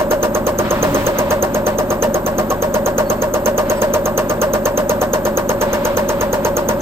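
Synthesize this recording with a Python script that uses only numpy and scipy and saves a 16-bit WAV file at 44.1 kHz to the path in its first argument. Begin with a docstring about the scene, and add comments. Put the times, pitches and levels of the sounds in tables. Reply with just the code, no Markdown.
"""A hard tick and thump recur about eight times a second: a diesel injector on a workshop test bench,
fired once a turn by a cam at 500 rpm. Valve contacts ring the steel, pressure pushes shake the frame's modes.
Between strokes the drive gear whines by tooth mesh, sagging and recovering with the cam load.
Motor and pump hum in steady tones, an inverter sings high up, oil hisses and thin metal squeaks;
behind them swells of filtered noise and a few low falling groans come from the hall."""
import sys
import numpy as np
from scipy import signal
from scipy.fft import rfft, irfft, next_fast_len
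from scipy.io import wavfile
from scipy.ndimage import uniform_filter1d, map_coordinates

SR = 44100
rng = np.random.default_rng(int(sys.argv[2]) if len(sys.argv) > 2 else 0)


def write(x):
    x = np.atleast_2d(x).T
    wavfile.write(sys.argv[1], SR, np.round(np.clip(x, -1, 1) * 32767).astype(np.int16))

N = 300321  # samples
SHIFT_S = 5.33  # from here on the frame rings with another balance of its modes


def amp(db):
    """Level law: decibels to an amplitude ratio."""
    return 10 ** (np.asarray(db) / 20)


def unit(x):
    """Normalisation: scale a signal to rms 1."""
    return x / np.sqrt(np.mean(x ** 2) + 1e-20)


def along(points, hz):
    """Interpolation of (frequency [Hz], value) points on a logarithmic frequency axis."""
    f, v = np.transpose(points)
    return np.interp(np.log(hz + 1), np.log(f), v)


def curve(rows, x):
    """Linear interpolation of every column over the first one, read at x."""
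    knots, *columns = np.transpose(rows)
    return [np.interp(x, knots, column) for column in columns]


def wobble(rate):
    """Band-limited random modulation: a smooth curve through `rate` random knots a second."""
    knots = rng.standard_normal(int(N * rate / SR) + 4)
    return map_coordinates(knots, [np.arange(N) * rate / SR])


def filtered(x, response):
    """Linear filtering: multiply the spectrum of x by a response of frequency."""
    m = next_fast_len(N + SR // 4)
    return irfft(rfft(x, m) * response(np.fft.rfftfreq(m, 1 / SR)), m)[..., :N]


def white():
    """White noise: two unrelated channels."""
    return rng.standard_normal((2, N))


def bell(t, centre, half):
    """Gaussian envelope, falling to 1/e at `half` seconds from its centre."""
    return np.exp(-((t - centre) / half) ** 2)


def resonances(modes, hz):
    """Modal superposition: response of damped modes (frequency [Hz], width [Hz], level [dB])."""
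    total = 0
    for k, (centre, width, db) in enumerate(modes):
        damping = 1j * hz * width
        total = total + (-1) ** k * amp(db) * damping / (centre * centre - hz * hz + damping)
    return total


# likeness of the left and right sound in a diffuse field: (frequency [Hz], coherence [1])
COHERENCE = [(30, 1), (120, 0.93), (280, 0.9), (550, 0.97), (1000, 0.71), (2000, 0.51), (5000, 0.038),
             (8000, 0.59), (10500, 1), (14000, 0.86)]


def spread(pair, spectrum):
    """Interaural coherence: mix two unrelated signals into one coloured stereo sound of rms 1."""
    def mid_side_gain(hz):
        turn = np.arccos(np.clip(along(COHERENCE, hz), -1, 1)) / 2
        return amp(along(spectrum, hz)) * [np.cos(turn), np.sin(turn)]

    mid, side = filtered(pair, mid_side_gain)
    return unit(np.array([mid + side, mid - side]))


def ringing(age, rise, t60, repeat, count=6):
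    """High modal density: noise struck once a turn, a share of its power alike in every turn."""
    t = np.arange(int(age.max() * SR) + 1) / SR
    shape = (1 - np.exp(-t / rise)) * amp(-60 * t / t60) + 1e-6
    grain = rng.standard_normal((2, len(t)))
    for _ in range(count):  # spreads the modes evenly over frequency, then evens the level over time
        grain = irfft(np.exp(1j * np.angle(rfft(grain * shape))), len(t)) / shape
        grain /= np.sqrt(np.abs(uniform_filter1d(grain ** 2, size=300)) + 1e-20)
    at = (age * SR).astype(int)
    share = np.clip(repeat, 0, 1)
    return shape[at] * (np.sqrt(share) * grain[:, at] + np.sqrt(1 - share) * white())


# injector strokes, one a cam turn:
# (time [s], relative thump [dB], relative ring and rattle [dB], relative gear whine [dB])
INJECTOR_STROKES = [(-0.0107, -2, -0.5, 3.5), (0.109, 2, 1, 5), (0.2284, 2, 1, 2.5), (0.3481, 0.5, -2.0, 1),
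                    (0.467, 2, -0.5, 3), (0.5871, 1, -1.5, -1), (0.7071, 1, -1, 1.5), (0.827, 3, 0, 3.5),
                    (0.9457, -0.5, -1, 1), (1.066, 2, 0, 3.5), (1.186, 0, -1, 4), (1.3061, 0.5, 1.5, 4.5),
                    (1.4249, 0.5, -1.5, 0), (1.5453, -0.5, -2, 2.5), (1.6649, 2.5, -0.5, 1.5),
                    (1.7847, 1, -1.5, 2), (1.9037, -0.5, -2, 0), (2.0234, 2.5, 1.0, 6),
                    (2.1431, 0, -3, -2.5), (2.2627, -1, -2, 1.5), (2.3819, 0, -2, -2.5),
                    (2.502, -0.5, -2, -2.5), (2.6221, 0.5, -1.5, 2), (2.7413, 1, 0, 4.5),
                    (2.8605, 0, -1.5, 1), (2.9806, 2.5, 0.5, 5), (3.1, 1.5, -2, -4), (3.2196, 0, -1.5, 3),
                    (3.3386, 1, -1, 2), (3.4588, 2, 1, 5), (3.5787, 1.5, 0.5, 2.5), (3.698, 0, 0, 3.5),
                    (3.8175, 1.5, 1, 5), (3.9372, 2, 0.5, 4.5), (4.0567, 0, -3, -1), (4.1762, 2.5, 0.5, 2),
                    (4.296, -0.5, -2.5, -1.5), (4.4156, 2, 1.5, 5), (4.5349, 1, -0.5, 2),
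                    (4.6548, 2.5, 0, 2.5), (4.7748, 2, -0.5, 3), (4.8943, 2.5, 0, 2.5), (5.014, 3, 0, 1),
                    (5.133, 2.5, 0.5, 3), (5.2521, -1, -1, 2.5), (5.3722, 1.5, -1.5, -1),
                    (5.4922, 3.5, 0, 2), (5.6115, 0, 1, 4), (5.7304, -1.5, -0.5, 2), (5.8503, 2, -0.5, 3.5),
                    (5.9699, 2.5, 0, 3), (6.0894, 0.0, -0.5, 2.5), (6.2092, 1, -0.5, 2),
                    (6.3291, 1, -0.5, 2.5), (6.448, 2, 0.5, 3), (6.5676, 1.5, -0.5, 1.5),
                    (6.6873, 2.5, 0, 2.5)]


def cam(t):
    """Periodic excitation: turns of the cam, the number of its last stroke and the seconds since."""
    times = np.transpose(INJECTOR_STROKES)[0]
    next_time = 2 * times[-1] - times[-2]
    turns = np.interp(t, np.append(times, next_time), np.arange(len(times) + 1))
    stroke = np.minimum(turns.astype(int), len(times) - 1)
    return turns, stroke, np.maximum(t - times[stroke], 0)


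def swells(rows, t, attack, release):
    """Envelope of events (start [s], hold [s], level [dB]): linear rise, hold, exponential decay."""
    total = 0
    for start, hold, db in rows:
        rise = np.clip((t - start) / attack, 0, 1)
        total = total + amp(db) * rise * np.exp(-np.maximum(t - start - attack - hold, 0) / release)
    return total


# spectra of running noise, oil hiss, distant rush and low boom: (frequency [Hz], relative level [dB])
RUNNING_SPECTRUM = [(32, -32), (50, -11), (62, -32.5), (100, -1.5), (150, -10), (220, 5.5), (310, -1.5),
                    (450, -2.5), (600, 0), (720, -7.5), (960, -3.5), (1300, -14.5), (1600, -12.5),
                    (2400, -35.5), (5000, -45), (9000, -52)]
HISS_SPECTRUM = [(2000, 10), (4500, -9), (6500, 3), (8000, 9.5), (9500, 3), (12000, -3), (13300, -8),
                 (13800, 17), (14150, 13), (14700, -7), (15600, -8), (16200, -40)]
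RUSH_SPECTRUM = [(150, 3.5), (350, -11), (700, -4.5), (930, 5.5), (1600, -2), (2500, -7), (4200, -14),
                 (6000, -22.5), (13000, -34), (16000, -56)]
BOOM_SPECTRUM = [(40, -15), (80, 3.5), (140, 2), (280, -3), (450, 0.5), (1000, -24.5)]
# swells of a distant rushing noise: (start [s], hold [s], level [dB])
RUSH_SWELLS = [(.57, 0.43, -25.5), (2.97, 0.019, -40), (3.6, 0.047, -36), (5.6, 0.073, -27.5),
               (6.1, 0.42, -40)]
# low swell under the first rush: (start [s], hold [s], level [dB])
BOOM_SWELLS = [(.73, 0.19, -26.5)]
# low groans within the first rush:
# (centre [s], half length [s], frequency at the centre [Hz], fall [octaves/s], peak level [dB])
FALLING_GROANS = [(.78, 0.018, 203.6, 16, -22), (0.83, 0.018, 120, 12, -21),
                  (0.898, 0.05, 155.6, 10, -22.5), (0.917, 0.088, 282, .1, -22)]
RUSH_FLOOR_DB, RUSH_ATTACK_S, RUSH_RELEASE_S = -38, 0.092, 0.33
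BOOM_FLOOR_DB, BOOM_ATTACK_S, BOOM_RELEASE_S = -45, 0.15, .06


def workshop(t, age):
    """Incoherent addition: running noise of the bench, oil hiss, and swells from the hall."""
    struck = ringing(age, rise=0.000051, t60=2.45, repeat=0.61)
    running = amp(-23.5) * spread(struck, RUNNING_SPECTRUM)
    hiss = amp(-43.5) * spread(white(), HISS_SPECTRUM)
    # floor and swell add in power
    rush_gain = np.hypot(amp(RUSH_FLOOR_DB), swells(RUSH_SWELLS, t, RUSH_ATTACK_S, RUSH_RELEASE_S))
    boom_gain = np.hypot(amp(BOOM_FLOOR_DB), swells(BOOM_SWELLS, t, BOOM_ATTACK_S, BOOM_RELEASE_S))
    flutter = amp(1.84 * wobble(27) + 0.37 * wobble(95))
    rush = rush_gain * flutter * spread(white(), RUSH_SPECTRUM)
    boom = boom_gain * spread(white(), BOOM_SPECTRUM)
    groans = 0
    for s, half, hz, fall, db in FALLING_GROANS:
        cycles = np.cumsum(hz * 2 ** (fall * (s - t))) / SR
        groans = groans + amp(db) * bell(t, s, half) * np.sin(2 * np.pi * cycles)
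    return running + hiss + groans + rush + boom


# thin metallic squeaks: (centre [s], half length [s], frequency [Hz], peak level [dB])
METAL_SQUEAKS = [(3.075, .026, 4430, -43), (3.2, .08, 4430, -54), (3.78, .012, 7920, -36),
                 (3.78, .06, 9372, -42), (3.8, .07, 9900, -50), (3.8, .05, 9125, -51),
                 (3.8, .07, 4651, -48), (3.77, .05, 5421, -46)]


def squeak(t):
    """Phase-modulated tone bursts: faint, thin metallic squeaks with an unsteady pitch."""
    total = 0
    for s, half, hz, db in METAL_SQUEAKS:
        total = total + amp(db) * bell(t, s, half) * np.sin(2 * np.pi * hz * t + 0.5 * wobble(180))
    return total


# hum of motor and pump: (frequency [Hz], rms level [dB])
HUM_LINES = [(25.08, -50), (33.45, -35.5), (50.17, -44.5), (83.6, -37), (117.06, -40), (167.2, -35),
             (211.8, -33), (284.3, -38), (342.8, -44.5), (351.2, -34), (376.3, -37.5)]
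# whistle of the inverter: (frequency [Hz], rms level [dB])
INVERTER_LINES = [(13734, -65), (14236, -65)]


def drive(t):
    """Line spectrum: motor and pump hum, slightly unsteady, under the inverter's whistle."""
    def tone(hz, drift):  # rms 1, random starting phase, drift in radians
        return np.sqrt(2) * np.sin(2 * np.pi * (hz * t + rng.random()) + drift * wobble(3.1))

    hum = sum(amp(db + 1.0 * wobble(18)) * tone(hz, 0.076) for hz, db in HUM_LINES)
    whistle = sum(amp(db) * tone(hz, 0.13) for hz, db in INVERTER_LINES)
    sway = 1.2 * np.sin(2 * np.pi * 33.5 * t)
    switching = amp(-45.5) * np.sin(2 * np.pi * 14002 * t + sway)
    return hum + switching + whistle


# the teeth bear harder and slacken in turn as the shaft swings:
# (time after the stroke [s], half length [s], level over the whine [dB])
TOOTH_LOAD_BUMPS = [(0.028, 0.0051, 8), (0.039, 0.0026, 2.5), (0.058, 0.0075, 5.5), (0.11, 0.005, -7.5)]
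# how the gear housing passes the whine:
# (frequency [Hz], gain before the ring shifts [dB], gain after [dB])
HOUSING_GAIN = [(528, -1.5, 1.5), (547, -4.5, -4.5), (560, 2.5, 5), (573, -5, -5.5), (588, -1.5, -2.5),
                (603, 2, -0.5), (640, 1, -1)]
WHINE_DB = -25.5  # base level before stroke, load and housing gains
# each stroke brakes the shaft, which then swings back and forth:
# rate, depth in mesh pitch before averaging, time of the first dip, decay constant
SWING_HZ, SWING_DEPTH_HZ, SWING_LAG_S, SWING_DECAY_S = 13.69, 52.5, -0.0052, 0.13
SWING_AFTER_SHIFT = 0.88  # share of the swing left once the ring has shifted


def gear(t, turns, age, whine_db, teeth_count=69):
    """Tooth-mesh tone: torsional swing bends its pitch, tooth load sets its level, housing colours it."""
    swing = np.cos(2 * np.pi * SWING_HZ * (age - SWING_LAG_S))
    swing_hz = -SWING_DEPTH_HZ * np.exp(-age / SWING_DECAY_S) * swing
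    lead = np.cumsum(swing_hz - swing_hz.mean()) / SR  # teeth ahead of an evenly turning shaft
    lead -= uniform_filter1d(lead, size=round(N / np.ptp(turns)))  # no drift over a turn
    lead *= np.interp(t, [SHIFT_S, SHIFT_S + .1], [1, SWING_AFTER_SHIFT])
    # the teeth seat anew after each stroke
    db = WHINE_DB + np.interp(turns, np.arange(len(whine_db)) + .5, whine_db)
    db = db + sum(over * bell(age, s, half) for s, half, over in TOOTH_LOAD_BUMPS)
    teeth_passed = teeth_count * turns + lead + 0.058 * wobble(10.0)
    mesh = amp(db) * np.sqrt(2) * np.sin(2 * np.pi * teeth_passed)
    before, after = filtered(mesh, lambda hz: amp(curve(HOUSING_GAIN, hz)))
    return before + (after - before) * np.interp(t, [SHIFT_S, SHIFT_S + .1], [0, 1])


# modes of frame and panels:
# (frequency [Hz], relative level before the ring shifts [dB], relative level after [dB])
FRAME_MODES = [(348, -17.5, -18), (398.5, -19, -17), (454, -18, -19), (497.3, -18, -25), (517.7, -25, -23),
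               (618.8, -16.5, -26), (733.5, -18.5, -32), (764.3, -18, -34), (796, -23.5, -30),
               (809, -23, -24), (883, -26, -17.5), (917, -25, -18.5), (932, -21.5, -17), (947, -21.5, -17),
               (974.5, -18.5, -19), (1037, -22.5, -25), (1088, -19, -23), (1095, -20.5, -28),
               (1162, -24, -28), (1193.7, -18, -22), (1433, -25.5, -24), (1527, -25, -31), (1687, -33, -35),
               (1788, -27.5, -28), (2720, -38, -39), (2820, -40, -39), (2890, -38, -39)]
# the way the teeth seat favours some modes: (frequency [Hz], gain per extra whine [dB/dB])
SEATING_GAIN = [(350, -1.1), (470, 0), (770, -1.44), (935, 1.3), (1100, -1.25), (1450, -0.4), (1750, 1),
                (2800, 1.5)]
# spectrum of the many weaker modes between them: (frequency [Hz], relative level [dB])
SHAKE_SPECTRUM = [(150, -17), (330, -8.5), (500, -4), (700, -19), (950, -6.5), (1250, -8), (1750, -5),
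                  (2200, -20.5), (4000, -37.5)]
# spectrum of the rattling small parts: (frequency [Hz], relative level [dB])
RATTLE_SPECTRUM = [(900, -22), (1800, 6.5), (2300, 5), (2850, 6), (3400, 0.5), (5600, 2), (7400, -1.5),
                   (9400, -1), (10700, -5.5), (12400, -1.5), (14000, -12), (15500, -3), (16300, -39)]
FRAME_DELAY_S, FRAME_RISE_S, FRAME_T60_S = 0.00399, 0.0088, 0.13  # the ring sets in with the thump
# scatter from stroke to stroke, and between the microphone ports
MODE_SCATTER_DB, MODE_SCATTER_RAD, PORT_SCATTER_RAD = 2.2, 0.45, 0.5


def frame(stroke, age, whine_db):
    """Modal decay: frame and panels ring after each stroke; small parts rattle above them."""
    shifted = np.transpose(INJECTOR_STROKES)[0] > SHIFT_S
    since = np.maximum(age - FRAME_DELAY_S, 0)
    seated_db = whine_db - whine_db.mean()
    modes = np.zeros((2, N))
    for k, (hz, before_db, after_db) in enumerate(FRAME_MODES):
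        size, turn, apart = rng.standard_normal((3, len(INJECTOR_STROKES)))
        db = np.where(shifted, after_db, before_db) + along(SEATING_GAIN, hz) * seated_db
        gain = amp(db + MODE_SCATTER_DB * size)
        phase = MODE_SCATTER_RAD * turn + PORT_SCATTER_RAD * np.array([apart, -apart])
        sign = (-1) ** k  # neighbours swing opposite ways
        modes += sign * gain[stroke] * np.sin(2 * np.pi * hz * since + phase[:, stroke])
    modes *= (1 - np.exp(-since / FRAME_RISE_S)) * amp(-60 * since / FRAME_T60_S)
    shake = spread(ringing(age, rise=0.0058, t60=0.17, repeat=.5), SHAKE_SPECTRUM)
    clatter = amp(1.26 * wobble(300))  # loose parts touch in uneven bursts
    rattle = spread(clatter * ringing(age, rise=0.0077, t60=0.15, repeat=0.46), RATTLE_SPECTRUM)
    return modes + amp(-31.5) * shake + amp(-34.5) * rattle


# pushes on the frame within one stroke, a deep one, a hard one and its recoils:
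# (time after the stroke [s], frequency [Hz], half length [s], relative level [dB])
FRAME_PUSHES = [(0.00502, 507, 0.0031, -9), (0.004925, 990, 0.00043, -12), (0.0147, 850, 0.0014, -24),
                (0.023, 800, 0.0016, -18), (0.046, 1030, 0.0025, -25)]


def thump(age):
    """Impulsive forcing: the fuel pressure lets go in short heavy pushes on the frame."""
    total = 0
    for s, hz, half, db in FRAME_PUSHES:
        total = total + amp(db) * bell(age, s, half) * np.sin(2 * np.pi * hz * (s - age))
    return total


# valve contacts within one stroke:
# (time after the stroke [s], relative level [dB], lowering of the ring's pitch [%])
VALVE_CONTACTS = [(0, 7.5, 0.3), (.0023, 0.5, 0.7), (.0056, -5.5, 3.5)]
# modes of the injector steel:
# (frequency [Hz], relative left level [dB], relative right level [dB], 60 dB decay time [s])
STEEL_MODES = [(6500, -26.5, -19.5, 0.016), (6435, -29.5, -21, 0.019)]
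# spectrum of the valve's snap, bright and broad: (frequency [Hz], relative level [dB])
SNAP_SPECTRUM = [(5000, -16), (8500, -20), (10600, -4), (11800, -10), (12400, 3), (13100, -2), (13800, -8),
                 (14700, -4), (15400, -1), (15900, -20), (16300, -28)]
TICK_RISE_S, TICK_SCATTER_DB, REBOUND_SCATTER_S = 0.00049, 2, 0.000241
SNAP_DB, SNAP_T60_S, SNAP_ECHO_DB = -25, 0.0087, -41.5  # levels relative to the stroke


def injector(stroke, age):
    """Impact excitation: the plunger sings as it loads, the valve snaps and rebounds, its steel rings."""
    steel, blows = np.zeros((2, N)), np.zeros(N)
    count = len(INJECTOR_STROKES)
    for contact, (s, db, lowering) in enumerate(VALVE_CONTACTS):
        # only the rebounds scatter in time
        scatter = (contact > 0) * REBOUND_SCATTER_S * rng.standard_normal(count)
        late = age - s - scatter[stroke]
        on = np.flatnonzero((late > 0) & (age < .03))
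        t, k = late[on], stroke[on]
        rise = 1 - np.exp(-(t / TICK_RISE_S) ** 2)
        for hz, left_db, right_db, t60 in STEEL_MODES:
            size, detune = rng.standard_normal((2, count))
            pitch = hz * (1 - lowering / 100 + .013 * detune[k])
            decay = amp(db + TICK_SCATTER_DB * size[k] - 60 * t / t60)
            steel[:, on] += amp([[left_db], [right_db]]) * rise * decay * np.sin(2 * np.pi * pitch * t)
        # each blow is as strong as the last steel mode it strikes
        blows[on] += amp(db + TICK_SCATTER_DB * size[k] - 60 * t / SNAP_T60_S)
    blows_rms = np.sqrt(np.mean(blows ** 2))
    snap = amp(SNAP_DB) * blows_rms * spread(blows * white(), SNAP_SPECTRUM)
    # off the nearby metal
    echo = amp(SNAP_ECHO_DB) * spread(ringing(age, rise=0.0028, t60=0.047, repeat=.85), SNAP_SPECTRUM)
    period = np.diff(INJECTOR_STROKES, axis=0)[:, 0].mean()
    loading = amp(-60 * np.abs(period - age) / 0.03)  # grows until the valve snaps
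    song = unit(filtered(white(), lambda hz: resonances([(6300, 750, 0)], hz) ** 2))
    steel_only = signal.butter(4, 5200, "high", fs=SR, output="sos")
    return signal.sosfilt(steel_only, steel) + snap + echo + amp([[-35], [-29]]) * loading * song


TICK_FOLLOWS = 0.7  # share of the thump's dB that the tick follows


def scene():
    """Superposition: the cam fires once a turn; a weak stroke both ticks and knocks less."""
    t = np.arange(N) / SR
    turns, stroke, age = cam(t)
    _, thump_db, ring_db, whine_db = np.transpose(INJECTOR_STROKES)
    background = workshop(t, age) + squeak(t) + drive(t)
    whine = gear(t, turns, age, whine_db)
    ring = amp(ring_db[stroke]) * frame(stroke, age, whine_db)
    knocks = amp(thump_db[stroke] - 0.74) * thump(age)
    ticks = amp(TICK_FOLLOWS * thump_db[stroke]) * injector(stroke, age)
    return background + whine + ring + knocks + ticks


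# phase between the two microphone ports: (frequency [Hz], lead of the left port [rad])
PORT_PHASE = [(0, 0), (600, -.7), (2240, -2), (4130, -.1), (5600, 2.2), (6400, 1.3), (7840, -.1),
              (9820, -2.9), (10900, -3.3), (13100, -6.1), (14400, -6.5), (15800, -8.6)]
TOP_HZ = 16400


def record(dry):
    """Interchannel phase: two spaced ports hear the sound shifted apart; the top is cut off."""
    def response(hz):
        half_lead = curve(PORT_PHASE, hz)[0] * np.array([[.5], [-.5]])
        return np.exp(1j * half_lead) * (hz < TOP_HZ)

    return filtered(dry, response)


dry = scene()
out = record(dry)
write(out)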